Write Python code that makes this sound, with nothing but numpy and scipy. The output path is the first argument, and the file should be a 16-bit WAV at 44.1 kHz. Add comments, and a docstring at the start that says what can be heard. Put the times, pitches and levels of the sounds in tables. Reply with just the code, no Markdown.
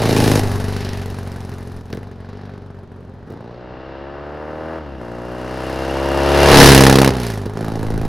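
"""A twin-cylinder motorcycle growls past on an open road, shuts its throttle and coasts away, popping.
Its coasting fades into a run back: it pulls hard, changes up, passes close enough to overload the
recorder, changes up again and cruises off. Alternating firings ring through the silencers as the note;
the same firings pulse noise as tearing gas. Late burns bang, and wake and breeze buffet the microphone."""
import sys
import numpy as np
from scipy import signal
from scipy.fft import rfft, irfft, next_fast_len
from scipy.io import wavfile
from scipy.ndimage import uniform_filter1d, map_coordinates

SR = 44100
rng = np.random.default_rng(int(sys.argv[2]) if len(sys.argv) > 2 else 0)


def generate_wav(signal):
    """Clip the signal to [-1, 1] and save it as 16-bit WAV at the path in sys.argv[1]."""
    frames = np.transpose(np.atleast_2d(signal))
    scaled = np.clip(frames, -1, 1) * 32767
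    pcm = np.round(scaled).astype(np.int16)
    wavfile.write(sys.argv[1], SR, pcm)


N = 356322
RIDE_M_PER_S, SOUND_M_PER_S = 14, 343

# edges between boom, bark, rasp and fizz [edge_hz]
BAND_EDGES = (300, 2000, 6500)
JET_WIDTH_M, JET_REACH_M = 3.93, 15  # the zone behind the silencers where single blasts stand out
JET_DB = 0.5  # extra level there, weighted by 1.5 less the side-on share
CRACKLE_DEPTH = 0.97  # most that the ticks add to the treble


def motorcycle(distance_m, heading, offset_m):
    """Note and rasp split into four bands, each fading with distance at its own rate."""
    near, far = both_runs()
    throttle = throttle_opening()
    facing = np.clip(heading, 0, 1) ** 2 * 0.79
    # the microphone stands in the jet when close behind the silencers and near their line
    leaving = np.clip(-1.7 * heading, 0, 1)
    jet = throttle * leaving * below(offset_m, JET_WIDTH_M) * below(distance_m, JET_REACH_M)
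    abeam = offset_m / distance_m
    note = exhaust_note(near, far, throttle, facing, jet, abeam)
    rush = rasp(near, far, throttle, facing, jet)
    voice = off_the_road(note + amp(-11.5 - facing) * rush, distance_m)
    # the rasp spreads wider in stereo at close range
    centre = rush.mean(axis=0)
    rush = centre + (rush - centre) * amp(5.0 + 18.5 * below(distance_m, 2.4, order=2))
    ticks_heard = CRACKLE_DEPTH * (1 - facing) * (1 - abeam) * (1 - 0.22 * jet)
    ticking = 1 + ticks_heard * crackle(near, far)

    low, middle, high = BAND_EDGES
    boom = even(filtered(voice, lambda hz: below(hz, low, order=5) * (1 - below(hz, 42, order=4))))
    bark = even(filtered(voice, lambda hz: (1 - below(hz, low, order=5)) * below(hz, middle)))
    fizz = even(filtered(rush * ticking, lambda hz: 1 - below(hz, high)))
    tear = even(filtered(rush * ticking ** 0.26, lambda hz: (1 - below(hz, middle)) * below(hz, high)))
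    gains = band_gains(throttle, distance_m, heading) * amp(JET_DB * jet * (1.5 - abeam))
    return sum(gain * band for gain, band in zip(gains, (boom, bark, tear, fizz)))


# exhaust note with the throttle open [pitch_hz, level_db]
PULLING_NOTE = [(25, -50), (55, 0), (115, 8), (170, 10), (270, 7), (340, 2), (420, 1), (520, -1.5),
                (630, -11), (830, -5.5), (1200, -21.5), (1600, -16), (2500, -40), (6000, -8.5)]
# exhaust note with the throttle shut [pitch_hz, level_db]
COASTING_NOTE = [(25, -27), (48, -4), (75, -4), (100, 2), (145, -6.5), (250, -6.5), (320, -25.5),
                 (410, -8.5), (540, -49), (750, -29), (1700, -43), (4000, -61)]
# exhaust note heard from the front [pitch_hz, level_db]
ONCOMING_NOTE = [(30, -29), (70, 13.5), (140, 3), (215, 6.5), (310, 3.5), (390, -1), (520, 0), (750, -2.5),
                 (1100, -13.5), (1700, -13.5), (2300, -14.5), (5000, -43)]
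FULL_NOTE_AT = 0.57  # throttle opening at which the note is wholly that of pulling
UNEVEN, UNEVEN_ABEAM = 0.11, 0.99  # share of the far pulse returned inverted, outside the jet; more side-on


def exhaust_note(near, far, throttle, facing, jet, abeam):
    """Pulses ring and return in the pipes; throttle and viewing angle blend three resonant notes."""
    uneven = (UNEVEN + UNEVEN_ABEAM * abeam) * (1 - 0.87 * jet)
    train = near + far - filtered(far * uneven, lambda hz: echo(hz, ms=5.37))
    rear = filtered(train, lambda hz: 1 + 0.18 * echo(hz, ms=8.29))
    front_returns = lambda hz: 1 + 0.24 * echo(hz, ms=6.45) - 0.17 * echo(hz, ms=10.2)
    front = filtered(train, lambda hz: front_ring(hz) * front_returns(hz))
    # close behind the silencers the bare pulse is heard, elsewhere the chambers draw it out
    drawn_out = chambers((1 - jet) * rear, lingering=0.22)
    pulling = even(pipe(jet * rear + drawn_out, PULLING_NOTE, swing_hz=463))
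    # with the throttle shut, a thin ring rides on the dull note
    thin = filtered(train, lambda hz: 1 + 3 / (1 + 1j * (hz - 1800) / 170))
    coasting = even(pipe(thin, COASTING_NOTE, swing_hz=148))
    oncoming = even(pipe(chambers(front, lingering=1.0), ONCOMING_NOTE, swing_hz=483))
    load = np.clip(throttle / FULL_NOTE_AT, 0, 1)
    behind = even(load * pulling + (1 - load) * coasting)
    scattered = roadside(oncoming[None], t60=0.17)
    return (1 - facing) * behind + facing * (oncoming + amp(-17.0) * scattered)


# gas tearing out of the silencers [pitch_hz, level_db per Hz]
GAS_SPECTRUM = [(200, -5), (400, 14), (620, 8), (800, 8), (1250, 1.5), (1750, 0), (2250, -11.5),
                (2800, -12.5), (3400, -16.5), (3900, -13), (5500, -19), (7700, -35), (10500, -31),
                (12500, -36.5), (15800, -49)]
# the valve gear [pitch_hz, level_db per Hz]
MACHINERY_SPECTRUM = [(150, -47), (250, 14), (342, -41), (406, 0), (537, -30), (800, 1), (872, 7),
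                      (1870, -6.5), (2230, -17), (5040, -25), (7380, -50), (11800, -57), (15800, -90)]
CLATTER = 1.36  # valve gear against the blasts, throttle shut and outside the jet
CLATTER_MASKED, CLATTER_JET = 0.34, 1  # shares of it lost at full throttle and inside the jet


def rasp(near, far, throttle, facing, jet):
    """Firings pulse the gas noise, harder from the near pipe, over the clatter of the valve gear."""
    # with the throttle shut, the near pipe burns unevenly and spits
    burn = amp(0.47 * (1 - throttle) * wobble(30))
    blast = even(puffs(burn * near + 0.5 * far, life_ms=3.06, return_ms=8.2, returned=0.15))
    taps = (near + far) * amp(3.0 * wobble(60))
    double_taps = filtered(taps, lambda hz: echo(hz, ms=4.9) + 1.8 * echo(hz, ms=14))
    tappets = even(puffs(double_taps, life_ms=1, return_ms=4.6, returned=1.0))
    clatter = CLATTER * (1 - CLATTER_MASKED * throttle) * (1 - CLATTER_JET * jet)
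    gas = noise(GAS_SPECTRUM, side_db=-30) * (blast ** 0.74 + clatter * (0.5 * tappets + 0.78))
    machinery = noise(MACHINERY_SPECTRUM, side_db=-25.5) * (3.2 + 0.18 * tappets + 0.031 * blast)
    # the cooling fins sing towards the front
    fins = filtered(machinery, lambda hz: 1 + 2.1 / (1 + 1j * (hz - 2790) / 70))
    return (1 - facing) * even(gas) + facing * even(fins)


CRACKLE_FAR, CRACKLE_SCATTER_DB = 0.38, 1.5  # the far cylinder's share; spread of the tick sizes


def crackle(near, far):
    """Each firing brings a sharp tick of random size and a weaker one after it."""
    ticks = (near + CRACKLE_FAR * far) * amp(CRACKLE_SCATTER_DB * wobble(77))
    late_ticks = filtered(ticks, lambda hz: echo(hz, ms=2.2))
    return even(puffs(late_ticks, life_ms=0.88, return_ms=7.2, returned=0.36))


# engine speed on the run away, before Doppler [time_s, firings_per_s]
AWAY_SPEED = [(0, 54.2), (.393, 52.5), (.503, 49), (.732, 50.35), (1.881, 44.95), (2.023, 51.34),
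              (2.171, 45.66), (2.3, 50.54), (2.5, 50.5), (3.095, 46.72)]
# engine speed on the run back, before Doppler [time_s, firings_per_s]
RETURN_SPEED = [(2.981, 47.684), (4.148, 68.117), (4.76, 77.918), (4.86, 68.726), (5.042, 55.813),
                (5.694, 62.345), (6.445, 68.766), (7.11, 69.701), (7.171, 65.697), (7.431, 50.269),
                (7.575, 56.904), (8.08, 55.919)]
# the run away and the run back [passing_s, closest_m]
RUN_PATHS = [(0.2, 4), (6.62, 1.8)]


def both_runs():
    """The firings of the run away dissolve into those of the run back, near and far pipe apart."""
    away = firings(AWAY_SPEED, RUN_PATHS[0], far_db=-2.5, far_lag_ms=0.9, scatter_db=1.43, jitter_ms=0.22)
    toward = firings(RETURN_SPEED, RUN_PATHS[1], far_db=-2.3, far_lag_ms=0.12,
                     scatter_db=0.7, jitter_ms=0.035)
    return dissolve(away, toward)


def firings(speed, run, far_db, far_lag_ms, scatter_db, jitter_ms):
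    """The cylinders fire in turn, Doppler-shifted: a train for the near pipe and one for the far."""
    heading = ride(run)[1]
    doppler = 1 / (1 - heading * RIDE_M_PER_S / SOUND_M_PER_S)
    fired = np.cumsum(curve(speed) * doppler) / SR
    times = np.interp(np.arange(int(fired[-1])), fired, np.arange(N) / SR)
    chance = rng.standard_normal((len(times), 2))
    far = 1 - np.arange(len(times)) % 2
    times = times + (far * far_lag_ms + jitter_ms * chance[:, 0]) / 1000
    sizes = amp(far * far_db + scatter_db * chance[:, 1])
    return np.array([spikes(times, sizes * (1 - far)), spikes(times, sizes * far)])


# throttle pulls [open_s, shut_s, first_opening 0-1, last_opening 0-1]
THROTTLE_PULLS = [(-.05, 0.401, 0.57, 0.57), (2.286, 2.59, 0.13, 0.23), (3.275, 4.788, 0.83, 1),
                  (5.002, 7.106, 0.83, 0.98), (7.555, 8.15, 0.39, 0.8)]
TWIST_S = 0.0067  # time to open or shut it


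def throttle_opening():
    """Each pull snaps the throttle open, moves it steadily and snaps it shut."""
    t = np.arange(N) / SR
    total = np.zeros(N)
    for on, off, first, last in THROTTLE_PULLS:
        held_open = np.clip(np.minimum(t - on, off - t) / TWIST_S + 0.5, 0, 1)
        total += np.interp(t, (on, off), (first, last)) * held_open
    return np.clip(total, 0, 1)


# boom, bark, rasp and fizz, at the reference distance and firing rate [coasting_behind_db,
# added_by_throttle_db, added_in_front_db, added_by_throttle_in_front_db,
# added_db per octave of engine speed, lost_db per tenfold distance]
BAND_LEVELS = [(-24, 7.5, -2, -2.1, 0.5, 21.5), (-29, 9, -0.43, 6, 12, 21),
               (-45.5, 14, 3.95, 1.5, 10.5, 33.5), (-52, 17.5, -4.5, 7.5, -2, 37.5)]
# the engine goes slack and the level dips briefly [centre_s, half_length_s, change_db]
SLACK_MOMENTS = [(1.84, 0.026, -6.5), (2.17, 0.07, -2), (2.59, 0.012, -3.5), (2.88, 0.028, -6),
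                 (7.53, 0.027, -3)]
# the treble swells, or its fizz dips [centre_s, half_length_s, rasp_change_db, fizz_change_db]
TREBLE_SWELLS = [(0.867, 0.17, 7, 1.5), (1.463, 0.76, 7, 6), (2.4, 0.34, 5.5, -6), (3.84, 0.41, 8, -20),
                 (5.67, 0.32, 4.5, 5.5), (7.27, .11, 9, 12)]
REFERENCE_M, REFERENCE_RATE = 10, 60  # metres; firings per s


def band_gains(throttle, distance_m, heading):
    """Each band follows throttle and engine speed, turns with the machine and fades with distance."""
    front = (1 + heading) / 2
    rate = dissolve(curve(AWAY_SPEED), curve(RETURN_SPEED))
    octaves = np.log2(rate / REFERENCE_RATE)
    decades = np.log10(distance_m / REFERENCE_M)
    slack_db = bumps(SLACK_MOMENTS)
    levels_db = []
    for coast_db, pull_db, front_db, front_pull_db, rev_db, loss_db in BAND_LEVELS:
        behind_part_db = (1 - front) * throttle * pull_db
        front_part_db = front * (front_db + throttle * front_pull_db)
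        level_db = coast_db + slack_db + behind_part_db + front_part_db
        levels_db.append(level_db + rev_db * octaves - loss_db * decades)
    boom_db, bark_db, rasp_db, fizz_db = levels_db
    rasp_db = rasp_db + bumps([(s, half, db) for s, half, db, _ in TREBLE_SWELLS])
    fizz_db = fizz_db + bumps([(s, half, db) for s, half, _, db in TREBLE_SWELLS])
    return amp([boom_db, bark_db, rasp_db, fizz_db])


# chambers of the silencers [pitch_hz, width_hz at a lingering of 1]
SILENCER_CHAMBERS = [(330, 64.5), (540, 116), (800, 81), (1400, 220)]


def chambers(train, lingering):
    """Each chamber holds back the sound near its own pitch, drawing a pulse out into a growl."""
    def held(hz, centre, width):
        real, imaginary = centre * centre - hz * hz, 1j * hz * width
        return (real - imaginary) / (real + imaginary)
    return filtered(train, lambda hz: np.prod(
        [held(hz, centre, width / lingering) for centre, width in SILENCER_CHAMBERS], axis=0))


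# resonances of the growl heard from the front [pitch_hz, half_width_hz, gain]
FRONT_RESONANCES = [(370, 34, 0.74), (541, 23, 1.23), (1600, 240, 0.48)]


def front_ring(hz):
    """Fixed resonances lift each harmonic of the oncoming note as it climbs through them."""
    return 1 + sum(gain / (1 + 1j * (hz - centre) / width) for centre, width, gain in FRONT_RESONANCES)


def pipe(train, note, swing_hz):
    """Pulses ring through the silencer, an all-pass making each swing first down and then up."""
    return filtered(train, lambda hz: causal(shape(note, hz)) * (swing_hz - 1j * hz) / (swing_hz + 1j * hz))


def puffs(train, life_ms, return_ms, returned):
    """Each impulse opens a dying puff, and another when it has run the pipe again."""
    fall = lambda hz: 1 / (1 + 2j * np.pi * hz * life_ms / 1000) / (1 + 1j * hz / 900)
    return np.abs(filtered(train, lambda hz: fall(hz) * (1 + returned * echo(hz, return_ms))))


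# late burns in the pipes, scaled together when played [start_s, level_db, spit_level_db under the bang]
LATE_BURNS = [(1.518, -21, -22), (1.905, -25, -31), (1.928, -11.5, -21), (1.95, -16, -31),
              (1.972, -13.5, -29), (3.304, -19, -34), (3.325, -21, -34), (7.46, -9, -29)]
# tone of a late burn [pitch_hz, level_db]
BANG_NOTE = [(30, -7), (120, 11.5), (280, -0.5), (420, 5.5), (600, -8), (1200, -29), (1800, -37),
             (4000, -42)]


def pops():
    """Unburnt mixture bangs in the pipe: a dull pulse and a spit of gas."""
    times, db, spit_db = np.transpose(LATE_BURNS)
    thump = pipe(chambers(spikes(times, amp(db)), lingering=0.41), BANG_NOTE, swing_hz=493)
    spit = puffs(spikes(times, amp(db + spit_db)), life_ms=3.0, return_ms=7.6, returned=0.46)
    hiss = unit(filtered(noise(GAS_SPECTRUM, side_db=-25), lambda hz: 1 - below(hz, 1700, order=2)))
    bang = amp(db.max() - 1.5) * thump / np.abs(thump).max()
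    return bang + amp((db + spit_db).max() + 7) * hiss * spit / spit.max()


PIPE_HEIGHT_M, MIC_HEIGHT_M, ROAD_BOUNCE = 0.27, 0.84, 0.17  # the last: share the asphalt reflects


def off_the_road(x, distance_m):
    """The asphalt's copy lags more as the machine comes near, sweeping a notch through the note."""
    bounced_m = np.hypot(distance_m, MIC_HEIGHT_M + PIPE_HEIGHT_M)
    direct_m = np.hypot(distance_m, MIC_HEIGHT_M - PIPE_HEIGHT_M)
    t = np.arange(N) / SR
    lag_s = (bounced_m - direct_m) / SOUND_M_PER_S
    bounced = np.array([np.interp(t - lag_s, t, side) for side in x])
    return (x + ROAD_BOUNCE * bounced) / np.hypot(1, ROAD_BOUNCE)


def roadside(x, t60):
    """Kerbs, brush and buildings scatter a short dull tail to each side, at the level of x."""
    t = np.arange(SR // 4) / SR
    dull = signal.lfilter([1], [1, -0.7], rng.standard_normal((2, len(t))))
    wet = signal.fftconvolve(x, dull * amp(-60 * t / t60), axes=1)[:, :N]
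    return unit(wet) * np.std(x)


def ride(run):
    """A straight ride past: distance, heading (1 oncoming, -1 leaving) and offset from its line."""
    pass_s, offset_m = run
    ahead_m = RIDE_M_PER_S * (pass_s - np.arange(N) / SR)
    distance_m = np.hypot(offset_m, ahead_m)
    return np.array([distance_m, ahead_m / distance_m, np.full(N, offset_m)])


# the run away fades into the run back [start_s, end_s]
DISSOLVE_SPAN = (3.02, 3.65)


def dissolve(away, back):
    """A linear fade from the run away to the run back."""
    share = np.interp(np.arange(N) / SR, DISSOLVE_SPAN, (0, 1))
    return (1 - share) * away + share * back


# wake and breeze striking the microphone ports [peak_s, level_db before flutter, rise_db per s, fall_db per s]
WIND_GUSTS = [(.3, -25, 20, 15), (1.76, -38, 120, 150), (6.58, -11.5, 167, 59), (7.95, -20, 47, 12)]
# low rumble of a gust [pitch_hz, level_db per Hz]
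RUMBLE_SPECTRUM = [(10, -6.5), (28, -28), (55, -17), (100, -19), (250, -35), (900, -96)]
# hush of open country [pitch_hz, level_db per Hz]
AIR_SPECTRUM = [(30, -3), (150, 0.5), (600, -9), (1500, -26), (4000, -31.5), (9000, -54), (16000, -83)]


def wind():
    """Lumps of air on the ports, as fluttering low noise, over the faint hush of open country."""
    t = np.arange(N) / SR
    gusts = np.zeros(N)
    for s, db, rise_db, fall_db in WIND_GUSTS:
        gusts += amp(db - np.maximum(rise_db * (s - t), fall_db * (t - s)))
    buffet = gusts * even(noise(RUMBLE_SPECTRUM, side_db=-11.5)) * amp(-0.5 + 0.5 * wobble(36))
    return buffet + amp(-44) * noise(AIR_SPECTRUM, side_db=-12)


def amp(db):
    """Decibels to gain."""
    return 10 ** (np.asarray(db) / 20)


def unit(x):
    """Scale to rms 1."""
    return x / np.sqrt(np.mean(x ** 2) + 1e-20)


def even(x):
    """Scale to a running rms of 1, keeping the single beats."""
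    power = np.mean(np.atleast_2d(x) ** 2, axis=0)
    power = uniform_filter1d(uniform_filter1d(power, size=3600), size=2600)
    return x / np.sqrt(np.abs(power) + 1e-14)


def curve(rows):
    """Straight lines through (time, value) rows, one value per sample."""
    s, values = np.transpose(rows)
    return np.interp(np.arange(N) / SR, s, values)


def bumps(rows):
    """A sum of bell-shaped swells (s, half length s, height)."""
    t = np.arange(N) / SR
    return sum(height * np.exp(-((t - s) / half) ** 2) for s, half, height in rows)


def wobble(rate):
    """A smooth random curve, rate knots a second."""
    knots = rng.standard_normal(int(N * rate / SR) + 4)
    return map_coordinates(knots, [np.arange(N) * rate / SR])


def spikes(times, sizes):
    """Impulses at the given times."""
    return np.bincount(np.clip(np.round(times * SR).astype(int), 0, N), sizes, N + 1)[:N]


def noise(spectrum, side_db):
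    """Coloured stereo noise of rms 1, wider in the treble."""
    mid, side = filtered(rng.standard_normal((2, N)), lambda hz: shape(spectrum, hz))
    side = amp(side_db) * filtered(side, lambda hz: np.hypot(1, hz / 5000))
    return unit(np.array([mid + side, mid - side]))


def filtered(x, response):
    """x filtered by a complex response of frequency, zero-padded so that tails do not wrap."""
    m = 2 * next_fast_len(N // 2 + SR // 8, True)
    return irfft(rfft(x, m) * response(np.fft.rfftfreq(m, 1 / SR)), m)[..., :N]


def shape(points, hz):
    """Gain through (Hz, dB) points on a log axis."""
    f, db = np.transpose(points)
    return amp(np.interp(np.log(hz + 1), np.log(f), db))


def causal(gain):
    """The minimum-phase response with this gain: it rings only after its cause."""
    cepstrum = irfft(np.log(np.maximum(gain, 1e-6)))
    half = len(cepstrum) // 2
    return np.exp(rfft(np.r_[cepstrum[0], 2 * cepstrum[1:half], np.zeros(half)]))


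def below(value, edge, order=8):
    """A smooth fall from 1 to 0 past an edge, in frequency or in metres."""
    return 1 / (1 + (value / edge) ** order)


def echo(hz, ms):
    """The response of a delay."""
    return np.exp(-2j * np.pi * hz * ms / 1000)


# left-right level difference while oncoming, reversed when leaving [run_away_db, run_back_db]
PAN_SWING = (-0.4, 1.13)


def scene():
    """The machine moves across the stereo field above the wind."""
    distance_m, heading, offset_m = dissolve(ride(RUN_PATHS[0]), ride(RUN_PATHS[1]))
    bike = motorcycle(distance_m, heading, offset_m) + pops()
    pan_db = dissolve(*PAN_SWING) * heading
    bike_in_place = bike + amp(-17.5) * roadside(bike, t60=0.11)
    return bike_in_place * amp([pan_db / 2, -pan_db / 2]) + wind()


def record(dry):
    """The recorder clips with a rounded knee at full scale, then cuts all above its band limit."""
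    clipped = dry / (1 + np.abs(dry) ** 12) ** (1 / 12)
    return filtered(clipped, lambda hz: hz < 15950)


dry = scene()
out = record(dry)
generate_wav(out)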